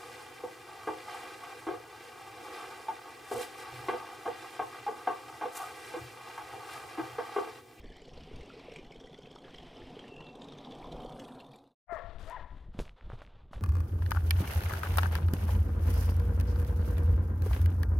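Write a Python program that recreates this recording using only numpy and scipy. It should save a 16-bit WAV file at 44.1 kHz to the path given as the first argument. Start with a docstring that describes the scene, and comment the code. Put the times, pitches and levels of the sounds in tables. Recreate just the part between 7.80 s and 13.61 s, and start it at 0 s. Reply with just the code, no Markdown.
"""Stone trough, then pine wood.

A thin stream from a pipe breaks into blobs that slap the water, throw spray and trap ringing bubbles.
It grows as the microphone nears; a small bird whistles once. The water fades out, a pine wood fades
in: a dog barks twice among echoing trees, wind nudges the microphone, and footsteps crunch on dry
needles and twigs."""
import sys
import numpy as np
from scipy import signal
from scipy.fft import rfft, irfft, next_fast_len
from scipy.io import wavfile
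from scipy.ndimage import uniform_filter1d, map_coordinates

SR = 44100
rng = np.random.default_rng(int(sys.argv[2]) if len(sys.argv) > 2 else 0)


def transcribe(u):
    """Save the signal u as a 16-bit wav file named by the first command-line argument.

    u: samples, shape (n,) or (channels, n), limited to [-1, 1]; the rate is SR.
    q: integer samples, one column per channel.
    """
    v = np.clip(np.atleast_2d(u).T, -1, 1)
    q = np.round(v * 32767).astype(np.int16)
    wavfile.write(sys.argv[1], SR, q)


N = 256220
TIME = np.arange(N) / SR

# approach to the pipe: time_s, nearness_db
APPROACH = [(0, -3.5), (0.55, 0), (0.95, -0.5), (1.4, -2), (2.0, 1), (2.5, 2.5), (3.0, 4.5), (3.22, 6.5),
            (3.36, 5), (3.9, 5.5)]
# biggest blobs: start_s, size_db, ring_hz, spray_db
BIG_SPLASHES = [(0.2558, -59, 3300, -78), (0.2902, -53, 3340, -82), (0.375, -52, 4300, -83),
                (0.559, -51, 4570, -64.5), (0.6084, -49.5, 2130, -67), (0.7983, -49, 2290, -84),
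                (0.9188, -54, 2480, -69), (0.937, -53, 4020, -67), (0.9595, -39.5, 2385, -66),
                (1.048, -55, 1980, -70), (1.1206, -48.5, 2220, -65.5), (1.16, -53, 3250, -76),
                (1.2018, -52, 3250, -70), (1.239, -54, 3150, -78), (1.271, -53.5, 1950, -72),
                (1.343, -46.5, 3410, -83), (1.3793, -54, 3120, -89), (1.4335, -52, 3270, -90),
                (1.4568, -49, 2580, -84), (1.4694, -52.5, 3030, -81), (1.5269, -55, 3460, -87),
                (1.558, -50, 3500, -83), (1.704, -65, 3040, -70), (1.7459, -43.5, 3130, -76),
                (1.7823, -41, 3190, -66), (2.1919, -42, 3160, -68), (2.2787, -46.5, 2760, -71),
                (2.3637, -46.5, 2730, -69), (2.4065, -45.5, 2840, -75), (2.4467, -56, 2730, -87),
                (2.4663, -46.5, 3660, -86), (2.6175, -43.5, 3540, -73), (2.685, -47.5, 3620, -71),
                (2.722, -46, 3600, -75), (2.785, -46, 3460, -77), (2.847, -43.5, 3600, -76),
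                (2.909, -46.5, 3450, -81), (2.92, -44, 3390, -85), (3.12, -46, 3970, -70),
                (3.124, -48.5, 3330, -72), (3.2035, -47.5, 3100, -71), (3.233, -48.5, 2990, -77),
                (3.2465, -56, 3060, -68), (3.299, -67, 3380, -71), (3.3951, -47, 2900, -61),
                (3.4397, -57, 3740, -66), (3.485, -50.5, 2830, -82), (3.602, -43, 2730, -82),
                (3.6646, -59, 3480, -69.5), (3.7368, -45.5, 2334, -72), (3.758, -50, 3480, -60)]
# distinct bubbles, from low plops to tiny high plinks: start_s, peak_db, pitch_hz
BUBBLE_RINGS = [(0.184, -52, 2050), (0.219, -54, 7200), (0.336, -55, 5700), (0.375, -41.5, 512),
                (0.512, -42, 403), (0.596, -44.5, 447), (0.701, -45, 1320), (0.765, -42.5, 426),
                (0.869, -49, 2240), (0.883, -38.5, 492), (0.921, -37.5, 470), (0.9602, -37.5, 2360),
                (0.961, -49, 7900), (0.987, -53, 2370), (0.99, -39.5, 376), (1.12, -52, 5125),
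                (1.2, -52.5, 5500), (1.213, -60, 5770), (1.155, -45, 440), (1.242, -42.5, 463),
                (1.388, -44.5, 490), (1.344, -50.5, 1960), (1.508, -55, 5125), (1.559, -52, 5160),
                (1.559, -47, 905), (1.562, -47, 1240), (1.68, -50, 1160), (1.744, -50, 1940),
                (1.76, -51, 5340), (1.969, -51.5, 5100), (2.012, -41, 350), (2.019, -51, 1820),
                (2.166, -39.5, 430), (2.241, -48, 1800), (2.319, -40, 384), (2.406, -42.5, 850),
                (2.783, -54, 6160), (2.871, -42.5, 830), (3.026, -48, 2240), (3.043, -38, 980),
                (3.146, -38.5, 500), (3.248, -35, 506), (3.394, -51, 6350), (3.409, -57, 7540),
                (3.479, -43, 1076), (3.603, -48, 4100)]
# drifting ring of ordinary blobs: time_s, pitch_hz
BLOB_RING = [(0, 3270), (0.8, 2490), (1.15, 3300), (1.7, 3250), (2.4, 2910), (2.52, 3700), (2.9, 3380),
             (3.3, 3240), (3.8, 3740)]
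# crowds of bursting bubbles: start_s, end_s, level_db, middle_hz
BUBBLE_FLURRIES = [(0.02, 0.21, -66, 2000), (0.121, 0.316, -70, 4600), (0.353, 0.405, -70, 4340),
                   (0.732, 0.82, -68, 4380), (0.827, 1.008, -65, 2410), (1.633, 1.705, -64.5, 1700),
                   (2.607, 2.65, -71, 7900), (2.678, 2.94, -71.5, 3500), (3.34, 3.553, -77.5, 9070),
                   (3.359, 3.628, -67, 1470), (3.584, 3.615, -58, 3420), (3.724, 3.759, -60, 3980)]
# air dragged under, hissing as foam: start_s, end_s, level_db
FOAM_SPELLS = [(0.325, 0.707, -61.5), (0.663, 0.984, -60.5), (1.63, 1.76, -61.5), (1.74, 2.27, -61),
               (2.58, 3.206, -65)]
# spectra of the water layers: freq_hz, gain_db
GURGLE_EQ = [(60, -5.5), (100, -5.5), (145, 1.5), (195, -3.5), (262, 2.5), (315, -2), (480, -2.5),
             (570, -8.5), (720, -3.5), (950, -13.5), (1400, -22.5)]
CHURN_EQ = [(90, -10.5), (145, 5), (192, -9.5), (232, 8), (275, 6.5), (320, -4.5), (420, -10), (505, 6.5),
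            (560, -2.5), (730, 2.5), (1000, -4.5), (1280, -11.5), (1420, -23), (1700, -30)]
SPLATTER_EQ = [(900, -14.5), (1500, -1), (2200, -2.5), (2700, -2.5), (3400, -3), (4400, -4.5), (5500, -8.5),
               (6800, -22.5), (9000, -38)]
SPRAY_EQ = [(4000, -19.5), (5600, 7), (6800, 4.5), (8000, 5.5), (10000, 3), (11200, -4), (12600, 3.5),
            (15000, -18)]
FOAM_EQ = [(600, 4.5), (1500, -4), (2300, 1), (3400, 1), (4500, -6), (5400, -10.5), (6800, -23.5),
           (8200, -17.5), (10000, -20.5), (14000, -24)]
# directional part of the spray: freq_hz, gain_db
SPARKLE_EQ = [(3400, -39.5), (4300, -7), (5400, -31), (7500, -10.5), (9800, 0), (11500, -5), (13000, 2)]
# reflections off rough wall and trough: freq_hz, gain_db
WALL_EQ = [(1500, -22), (2300, -6), (3600, -6), (4500, -12), (5800, -10), (8000, -16), (11000, -28)]
TROUGH_EQ = [(3000, -0.5), (8000, -2.5)]
# wall reflection, later as the pipe nears: time_s, lag_s
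WALL_LAG = [(0, 0.00092), (1.4, 0.00091), (2.2, 0.001), (2.45, 0.0012), (2.9, 0.0013), (3.3, 0.00137),
            (3.6, 0.0017), (3.9, 0.0014)]

# one contour per bark: time_s, effort_db, pitch_hz, roughness
BARK_CONTOURS = [
    [(4.066, -91, 717, 0.5), (4.088, -57.5, 707, 0.6), (4.102, -43, 697.5, 0.37), (4.122, -35.5, 683, 0.22),
     (4.148, -38, 651, 0.4), (4.166, -40, 586, 0.44), (4.184, -44, 565, 0.9), (4.215, -59, 472, 1.2)],
    [(4.44, -74, 600, 0.79), (4.475, -51, 634.5, 0.35), (4.494, -46, 650.3, 0.45), (4.508, -46, 905, 0.75),
     (4.522, -45, 1001, 0.45), (4.548, -42, 1009, 0.2), (4.56, -42.5, 1002, 0.3), (4.581, -47.5, 682, 0.8),
     (4.605, -53, 567, 0.7)],
]
# dog's throat resonances: centre_hz, width_hz, gain_db
FORMANTS = [(667, 130, 2.5), (980, 340, -0.5), (1290, 200, -2), (1720, 285, -0.5), (2025, 120, -8)]
# air in the open mouth: freq_hz, gain_db
RASP_EQ = [(300, -34), (500, -6.5), (660, 2), (880, -1.5), (1250, 1), (1520, -8.5), (1830, 0), (2150, -11),
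           (2600, -21), (5000, -52)]
# reverberation of the wood: freq_hz, t60_s
WOOD_DECAY = [(300, 0.44), (650, 0.57), (1000, 0.58), (2000, 0.7), (5000, 0.42)]
# echoes off the slope and the wood's edge: lag_s, gain_db
FAR_ECHOES = [(0.11, -17), (0.172, -24), (0.283, -24)]
# their spectrum: freq_hz, gain_db
ECHO_EQ = [(600, -1.5), (1000, -5), (2000, -4)]

# feet through the litter: start_s, length_s, scuff_db, needles_db
FOOT_STROKES = [(4.106, 0.04, -62, -74.5), (4.154, 0.21, -60.5, -92), (4.38, 0.13, -56, -70),
                (4.495, 0.13, -59, -98), (4.66, 0.19, -67, -92), (4.924, 0.06, -63, -83),
                (4.979, 0.03, -58, -59.5), (5.035, 0.051, -61, -80), (5.155, 0.13, -65, -93.5),
                (5.283, 0.068, -60, -85), (5.367, 0.035, -58, -84), (5.461, 0.16, -66.5, -107),
                (5.718, 0.017, -74, -70), (5.728, 0.041, -62, -79)]
# snapping twigs: start_s, peak_db, pitch_hz
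TWIG_SNAPS = [(4.385, -44, 2450), (4.499, -39, 8900), (4.992, -30, 2780), (5.002, -40, 1910),
              (5.054, -42.5, 2570), (5.079, -41, 1880), (5.094, -39, 2380), (5.21, -42.5, 1690),
              (5.301, -38.5, 1160), (5.319, -36, 1050), (5.391, -49, 2800), (5.408, -46, 2200),
              (5.42, -38.5, 1410), (5.45, -46, 2130), (5.465, -47.5, 2920), (5.475, -47, 1830),
              (5.733, -35, 1080), (5.761, -44, 1690)]
# footfalls and handling jolts: start_s, peak_db, pitch_hz, decay_s, crunch_relative_db
FOOT_THUDS = [(4.124, -36, 400, 0.0054, -29), (4.769, -51, 260, 0.0055, -15),
              (4.948, -37.5, 200, 0.0057, -30), (4.99, -17, 192, 0.00099, -29.5),
              (5.0, -24.5, 430, 0.0015, -26.5), (5.301, -32.5, 650, 0.0007, -34),
              (5.331, -34.5, 114, 0.013, -25), (5.334, -35.5, 440, 0.0014, -28),
              (5.418, -35.5, 670, 0.00068, -19.5), (5.712, -42, 220, 0.0028, -21.5),
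              (5.731, -43, 680, 0.0017, -7.5), (5.764, -33, 81, 0.022, -33), (5.778, -43, 434, 0.0028, -14)]
# spectra of soles and dry needles: freq_hz, gain_db
SCUFF_EQ = [(100, -6), (250, 6.5), (480, 13.5), (800, 13), (1300, 9.5), (2000, 1), (3500, 2.5),
            (4700, -9.5), (5800, -18), (12000, -40)]
NEEDLES_EQ = [(2000, -6), (4500, 8.5), (7000, 4), (10000, 1), (13000, -4), (15500, -20)]

# bird's whistle: time_s, level_db
WHISTLE_LEVEL = [(2.24, -75), (2.28, -72), (2.335, -56), (2.358, -69), (2.38, -59), (2.44, -61.5),
                 (2.5, -58), (2.53, -72), (2.64, -77)]
# wind rumble: freq_hz, gain_db
WIND_EQ = [(10, -2), (25, 2), (40, -3), (75, -8.5), (120, -17), (170, -21.5), (250, -28), (600, -36),
           (2000, -80.5)]
# gusts: middle_s, level_db, half_width_s
WIND_GUSTS = [(0.03, -48, 0.15), (0.38, -49.5, 0.08), (0.57, -40, 0.045), (1.101, -55.5, 0.18),
              (1.8, -55.5, 0.13), (2.04, -53, 0.062), (2.4, -57, 0.049), (3.16, -49, 0.16),
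              (4.14, -51, 0.021), (4.37, -46, 0.18), (4.701, -46, 0.17), (4.9, -46, 0.029),
              (5.01, -38, 0.055), (5.299, -42.5, 0.084), (5.774, -39.5, 0.035)]
# the wood slides from left to centre: time_s, left_minus_right_db
WOOD_PAN = [(4.04, 16.5), (4.15, 15), (4.4, 12), (4.6, 9), (4.8, 5.5), (4.92, 1)]

WATER_OUT_S, WOOD_IN_S = (3.366, 3.949), (4.055, 4.13)
SPLATTER_FOLLOW, SPRAY_FOLLOW = 0.1, 0.05  # dB per dB of nearness


def water():
    """The stream in the trough: big and ordinary blobs within a trickle."""
    splashes, plops = blobs()
    splashes, plops = list(BIG_SPLASHES) + splashes, list(BUBBLE_RINGS) + plops
    return facing(trough(trickle(splashes) + flurries() + drops(splashes, plops)))


def blobs(count=140, rate_hz=25, jitter=0.3, spread_db=3.5, cushion_db=-1, pocket_share=0.65):
    """Splash and plop rows: blobs fall at a loose beat, foam cushions them, some drive air under."""
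    gap, size, pitch, mist, depth, pocket = rng.standard_normal((count, 6)).T
    traps_air = rng.random(count) < pocket_share
    start_s = np.cumsum(np.exp(jitter * gap)) / rate_hz
    near_db = curve(APPROACH, start_s)
    heard = start_s < WATER_OUT_S[1]
    on_foam = np.any([(start_s > start) & (start_s < end) for start, end, _ in FOAM_SPELLS], axis=0)
    size_db = spread_db * np.minimum(size, 1.5) + cushion_db * on_foam
    blob_db = -56 + size_db + SPLATTER_FOLLOW * near_db
    spray_db = -76.5 + size_db + 4.3 * mist + SPRAY_FOLLOW * near_db
    ring_hz = curve(BLOB_RING, start_s) * 2 ** (0.08 * pitch)
    pocket_db = -46.5 + 0.44 * depth - 0.69 * near_db
    pocket_hz = 430 * 2 ** (0.097 * pocket)
    splashes = np.array([start_s, blob_db, ring_hz, spray_db]).T
    plops = np.array([start_s, pocket_db, pocket_hz]).T
    return list(splashes[heard]), list(plops[heard & traps_air])


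def drops(splashes, plops, rise_s=0.0014, fall_s=0.0026, slap_db=-3.5, plink_db=-3, crest_db=10):
    """Each blob slaps the surface, throws spray and traps a plinking bubble; others ring below."""
    below, surface = np.zeros((2, N))
    t = TIME[:1500]
    for start_s, db, hz, spray_db in splashes:
        slap = rng.standard_normal(len(t)) * (1 - np.exp(-(t / rise_s) ** 2)) * np.exp(-t / fall_s)
        slap = coloured(resonate(slap, hz, width_hz=1700), SPLATTER_EQ)
        add(surface, start_s, gain_of(db + slap_db) * unit_peak(slap))
        add(surface, start_s, gain_of(spray_db + crest_db) * droplets())
        add(below, start_s, gain_of(db + plink_db) * ring(hz, cycles=9, rise=0.008, attack=6))
    for start_s, db, hz in plops:
        cycles = 2.01 * (hz / 450) ** 0.41  # smaller bubbles ring for more cycles
        add(below, start_s, gain_of(db) * ring(hz, cycles, rise=0.014, attack=0.51 * cycles))
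    return below + off_wall(surface)


def droplets(count=26, low_hz=5000, high_hz=13500, span_s=0.008, tick_s=0.0013):
    """One blob's spray: a dry contact tick among tiny pings, peak 1."""
    t = TIME[:1500]
    pings = np.zeros(len(t))
    for pitch, early, late, size in rng.random((count, 4)):
        hz = low_hz * (high_hz / low_hz) ** pitch
        add(pings, span_s * early * (1 + late) / 2, size * ring(hz, cycles=6, rise=0.01, attack=4))
    tick = rng.standard_normal(len(t)) * np.exp(-abs(t - span_s / 2) / tick_s)
    return unit_peak(coloured(unit_peak(pings) + gain_of(-3) * unit_peak(tick), SPRAY_EQ))


def trickle(splashes):
    """Clouds of bubbles and droplets over foam; the higher ones thicken around each blob."""
    gush = gush_gain(splashes)
    gurgle = grains(94, 1074, per_s=1500, spread_db=2, cycles=2.01, rise=0.17, attack=0.91)
    churn = grains(117, 1566, per_s=5000, spread_db=-1, cycles=4.7, rise=0.057, attack=1.15)
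    bubbles = grains(916, 1200, per_s=990, spread_db=10, cycles=1.4, rise=0.041, attack=0.75)
    splatter = grains(1426, 6620, per_s=2700, spread_db=5.5, cycles=6.2, rise=0.013, attack=1.2)
    spray = grains(5500, 14000, per_s=5000, spread_db=3.6, cycles=3.5, rise=0.015, attack=3)
    hiss = foam()
    clumps = lumps(spread_db=1.98, length_s=0.027)
    return (nearer(-55.5, follow=0.84) * steadied(coloured(gurgle, GURGLE_EQ) * clumps)
            + nearer(-63.5, follow=2.44) * steadied(coloured(churn, CHURN_EQ))
            + nearer(-74.5, follow=1.54) * steadied(bubbles * gush)
            + nearer(-68, SPLATTER_FOLLOW) * steadied(off_wall(coloured(splatter, SPLATTER_EQ) * gush))
            + nearer(-69.5, follow=0.25) * patter(gush)
            + nearer(-78.5, SPRAY_FOLLOW) * steadied(coloured(spray, SPRAY_EQ) * gush)
            + hiss)


def gush_gain(splashes, boost=3.9, decay_s=0.0021):
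    """Burst of droplets around each blob, stronger for big ones."""
    start_s, db = np.transpose(splashes)[:2]
    kicks = np.zeros(N)
    kicks[np.clip(np.round(start_s * SR).astype(int), 0, N - 1)] = np.sqrt(gain_of(db - db.max()))
    lag_s = np.arange(-1500, 1501) / SR
    return 1 + boost * signal.oaconvolve(kicks, np.exp(-abs(lag_s) / decay_s), "same")


def patter(gush):
    """Tiny bubbles crowd around each blob and ring near its pitch."""
    pops = grains(2200, 4600, per_s=700, spread_db=5.5, cycles=1.2, rise=0, attack=0.3, count=8)
    return steadied(resonate_twice(pops * gush, curve(BLOB_RING), width_hz=600))


def flurries(count=14, pitch_ratio=1.186, rise_s=0.0068, fall_s=0.0084):
    """Short crowds of bubbles of about one size."""
    out, t = np.zeros(N), TIME[:SR // 2]
    for start_s, end_s, db, middle_hz in BUBBLE_FLURRIES:
        crowd = np.zeros(len(t))
        for hz in np.geomspace(middle_hz / pitch_ratio, middle_hz * pitch_ratio, count):
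            pops = sparse_noise(len(t), chance=middle_hz / 40 / SR)
            crowd += signal.oaconvolve(pops, ring(hz, cycles=6, rise=0.01, attack=2))[:len(t)]
        envelope = spell(0, end_s - start_s, rise_s, fall_s)[:len(t)]
        add(out, start_s, gain_of(db) * envelope * steadied(crowd, size=1800))
    return out


def foam(rest_db=-74.5, rise_s=0.012, fall_s=0.064):
    """Hiss that swells while the stream drags air under."""
    hiss = unit_rms(coloured(rng.standard_normal(N), FOAM_EQ))
    swells = [gain_of(db) * spell(start, end, rise_s, fall_s) for start, end, db in FOAM_SPELLS]
    return np.maximum(np.max(swells, axis=0), gain_of(rest_db)) * hiss


def off_wall(x):
    """One close reflection cuts the sound into bands, which sink as the lag grows."""
    return x + map_coordinates(coloured(x, WALL_EQ), [(TIME - curve(WALL_LAG)) * SR], order=3)


def trough(x, patterns=6, t60_s=0.17):
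    """Short, shifting reflections off the stone sides; several echo patterns alternate at random."""
    t = TIME[:4000]
    pattern = rng.integers(0, patterns, N // 1024 + 1)[np.arange(N) // 1024]
    echoes = np.zeros(N)
    for k in range(patterns):
        taps = sparse_noise(len(t), chance=0.03) * (t > 0.003) * gain_of(-60 * t / t60_s)
        active = uniform_filter1d(1. * (pattern == k), size=256)
        echoes += signal.oaconvolve(x * active, taps / np.linalg.norm(taps))[:N]
    return x + gain_of(-7.5) * coloured(echoes, TROUGH_EQ)


def facing(x, turn_s=(2.65, 3.6), away_db=-8.5, facing_db=5):
    """The finest spray comes up as the microphone turns to the pipe."""
    sparkle_gain = gain_of(np.interp(TIME, turn_s, [away_db, facing_db]))
    return x + (sparkle_gain - 1) * coloured(x, SPARKLE_EQ)


def nearer(base_db, follow):
    """Layer gain, rising by follow dB per dB of nearness."""
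    return gain_of(base_db + follow * curve(APPROACH))


def dog(scatter_db=-7):
    """Barks, scattered by the trunks, with a few distinct echoes."""
    direct = np.zeros(N)
    for contour in BARK_CONTOURS:
        add(direct, *bark(contour))
    taps = sparse_noise(SR, chance=0.04) * (TIME[:SR] > 0.025)
    hz, t, spectra = signal.stft(taps, SR, nperseg=256)
    decay = gain_of(-60 * t / at_hz(WOOD_DECAY, hz)[:, None])
    tail = signal.istft(spectra * decay, SR, nperseg=256)[1]
    out = direct + gain_of(scatter_db) * signal.fftconvolve(direct, tail / np.linalg.norm(tail))[:N]
    for lag_s, db in FAR_ECHOES:
        add(out, lag_s, gain_of(db) * coloured(direct, ECHO_EQ))
    return out


def bark(contour):
    """Start time and sound of a yelp turning hoarse: harmonics through the throat, plus puffs of air."""
    time_s, *columns = np.transpose(contour)
    t = np.arange(time_s[0], time_s[-1], 1 / SR)
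    effort_db, hz, rough = (np.interp(t, time_s, column) for column in columns)
    rough = np.clip(rough, 0.12, 1)
    jitter, air, shimmer = rng.standard_normal((3, SR))[:, :len(t)]
    turns = np.cumsum(hz * (1 + 0.09 * rough ** 1.5 * wobble(jitter, size=90))) / SR
    folds = sum(gain_of(-4.5 * k) * np.cos(2 * np.pi * (k + 1) * turns) for k in range(3))
    folds *= 1 + 0.64 * rough * np.cos(np.pi * turns)  # alternate pulses are weaker
    folds *= 1 + 0.7 * rough * wobble(shimmer, size=120)
    tone = sum(gain_of(db) * resonate_twice(folds, centre, width) for centre, width, db in FORMANTS)
    puffs = (0.37 + np.exp(-(turns % 1) / 0.26)) * air
    growl = resonate_twice(puffs, hz, width_hz=170)
    rasp = unit_rms(coloured(puffs, RASP_EQ)) + 0.6 * unit_rms(growl)
    voice = np.sqrt(1 - rough ** 2) * steadied(tone, size=900) + rough * unit_rms(rasp)
    return time_s[0], gain_of(effort_db) * voice * signal.windows.tukey(len(t), 0.12)


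def footsteps(rustle_db=-74.5, rise_s=0.017):
    """Soles scuff and thud, needles crackle, twigs snap."""
    drag = gain_of(1.5 * wobble(rng.standard_normal(N), size=300))
    scuff = coloured(rng.standard_normal(N), SCUFF_EQ) * drag
    needles = grains(3000, 14500, per_s=4500, spread_db=3.6, cycles=1.2, rise=0, attack=0.3)
    scuff_gain, needles_gain = gain_of(rustle_db), 0
    for start_s, length_s, scuff_db, needles_db in FOOT_STROKES:
        stroke = (start_s, start_s + length_s, rise_s)
        scuff_gain = np.hypot(scuff_gain, gain_of(scuff_db) * spell(*stroke, fall_s=0.024))
        needles_gain = np.hypot(needles_gain, gain_of(needles_db) * spell(*stroke, fall_s=0.027))
    out = scuff_gain * unit_rms(scuff) + needles_gain * steadied(coloured(needles, NEEDLES_EQ))
    for start_s, db, hz in TWIG_SNAPS:
        add(out, start_s, gain_of(db) * ring(hz, cycles=0.43, rise=0, attack=0.56))
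    for start_s, db, hz, decay_s, crunch_db in FOOT_THUDS:
        add(out, start_s, gain_of(db) * thud(hz, decay_s, crunch_db))
    return out


def thud(hz, decay_s, crunch_db):
    """A footfall or jolt: damped knock plus crushed litter."""
    t = TIME[:SR // 6]
    press, crush = rng.standard_normal((2, len(t))) * (1 - np.exp(-t / 0.00012))
    crunch = unit_rms(coloured(press, SCUFF_EQ)) * np.exp(-t / 0.02)
    litter = unit_rms(coloured(crush, NEEDLES_EQ)) * np.exp(-t / 0.032)
    out = gain_of(crunch_db) * (crunch + gain_of(-19) * litter)
    add(out, 0, ring(hz, cycles=decay_s * hz, rise=0, attack=0.015))
    return out


def bird(pitch_hz=2708):
    """One thin whistle that wavers and trails off."""
    hz = pitch_hz * (1 + 0.003 * wobble(rng.standard_normal(N), size=400))
    flutter = lumps(spread_db=1.8, length_s=0.01)
    singing = (TIME >= WHISTLE_LEVEL[0][0]) & (TIME <= WHISTLE_LEVEL[-1][0])
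    envelope = uniform_filter1d(1. * singing, size=400) * gain_of(curve(WHISTLE_LEVEL))
    return envelope * flutter * np.sqrt(2) * np.sin(2 * np.pi * np.cumsum(hz) / SR)


def wind(at_trough, in_wood, trough_db=-65, wood_db=-53.5):
    """Low buffets at the microphone, light by the trough, stronger in the wood."""
    buffets = rng.standard_normal(N) * lumps(spread_db=5.5, length_s=0.047)
    rumble = steadied(coloured(buffets, WIND_EQ), size=4000)
    gusts = sum(gain_of(db) * np.exp(-((TIME - s) / width) ** 2) for s, db, width in WIND_GUSTS)
    return rumble * (at_trough * np.hypot(gusts, gain_of(trough_db))
                     + in_wood * np.hypot(gusts, gain_of(wood_db)))


def grains(low_hz, high_hz, per_s, spread_db, cycles, rise, attack, count=24):
    """A cloud of small rings of many pitches and sizes."""
    out = np.zeros(N)
    for hz in np.geomspace(low_hz, high_hz, count):
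        place, chance, size, sign = rng.random((1500, 4)).T
        height = gain_of(spread_db * np.minimum(-np.log(1 - size), 4)) * np.sign(sign - 0.5)
        clicks = np.zeros(N)
        clicks[(place * N).astype(int)] = height * (chance < per_s * N / SR / count / len(place))
        out += signal.oaconvolve(clicks, hz * ring(hz, cycles, rise, attack))[:N]
    return out


def ring(hz, cycles, rise, attack):
    """Damped sine; decay and attack in cycles, pitch up by the fraction rise per decay time."""
    turns = np.arange(int(7 * cycles * SR / hz) + 8) * hz / SR
    envelope = np.exp(-turns / cycles) * (1 - np.exp(-(turns / attack) ** 2))
    return unit_peak(envelope) * np.sin(2 * np.pi * turns * (1 + rise * turns / cycles / 2))


def resonate(x, hz, width_hz):
    """Unity-gain resonance; hz may be a curve."""
    carrier = np.exp(2j * np.pi * np.cumsum(hz * np.ones(len(x))) / SR)
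    pole = np.exp(-np.pi * width_hz / SR)
    return 2 * (carrier * signal.lfilter([1 - pole], [1, -pole], x / carrier + 1e-18)).real


def resonate_twice(x, hz, width_hz):
    return resonate(resonate(x, hz, width_hz), hz, width_hz)


def coloured(x, eq):
    """Filters by a spectrum table."""
    size = next_fast_len(len(x) + 4096)
    response = gain_of(at_hz(eq, np.fft.rfftfreq(size, 1 / SR)))
    return irfft(rfft(x, size) * response, size)[:len(x)]


def at_hz(rows, hz):
    """Reads a table on a log-frequency axis."""
    freq_hz, value = np.transpose(rows)
    return np.interp(np.log(hz + 1), np.log(freq_hz + 1), value)


def curve(rows, time_s=TIME):
    return np.interp(time_s, *np.transpose(rows))


def ramp(start_s, end_s):
    return np.clip((TIME - start_s) / (end_s - start_s), 0, 1)


def spell(start_s, end_s, rise_s, fall_s):
    """Attack, hold, exponential release."""
    return ramp(start_s, start_s + rise_s) * np.exp(-np.maximum(TIME - end_s, 0) / fall_s)


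def lumps(spread_db, length_s):
    """Randomly wandering gain."""
    window = signal.windows.hann(int(2 * length_s * SR) + 3)
    return gain_of(spread_db * unit_rms(signal.oaconvolve(rng.standard_normal(N), window, "same")))


def sparse_noise(size, chance):
    return rng.standard_normal(size) * (rng.random(size) < chance)


def wobble(noise, size):
    return unit_rms(uniform_filter1d(noise, size))


def steadied(x, size=9000):
    """Running rms of 1; keeps the fast grain."""
    return x / np.sqrt(abs(uniform_filter1d(x ** 2, size)) + 1e-12)


def unit_rms(x):
    return x / np.sqrt(np.mean(x ** 2) + 1e-20)


def unit_peak(x):
    return x / abs(x).max()


def gain_of(db):
    return 10 ** (np.asarray(db) / 20)


def add(mix, start_s, sound):
    part = mix[max(round(start_s * SR), 0):][:len(sound)]
    part += sound[:len(part)]


def scene():
    """The trough fades out; the wood fades in, at first on the left."""
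    at_trough, in_wood = 1 - ramp(*WATER_OUT_S), ramp(*WOOD_IN_S) ** 2
    mono = at_trough * water() + bird() + dog() + in_wood * footsteps() + wind(at_trough, in_wood)
    left = gain_of(np.interp(TIME, *np.transpose(WOOD_PAN), left=0, right=0))
    return 2 * mono * np.array([left, np.ones(N)]) / (1 + left)


def record(dry):
    """Low-pass at 15 kHz."""
    lowpass = signal.firwin(255, 15000, window=("kaiser", 8), fs=SR)
    return signal.oaconvolve(dry, lowpass[None], "same")


dry = scene()
out = record(dry)
transcribe(out)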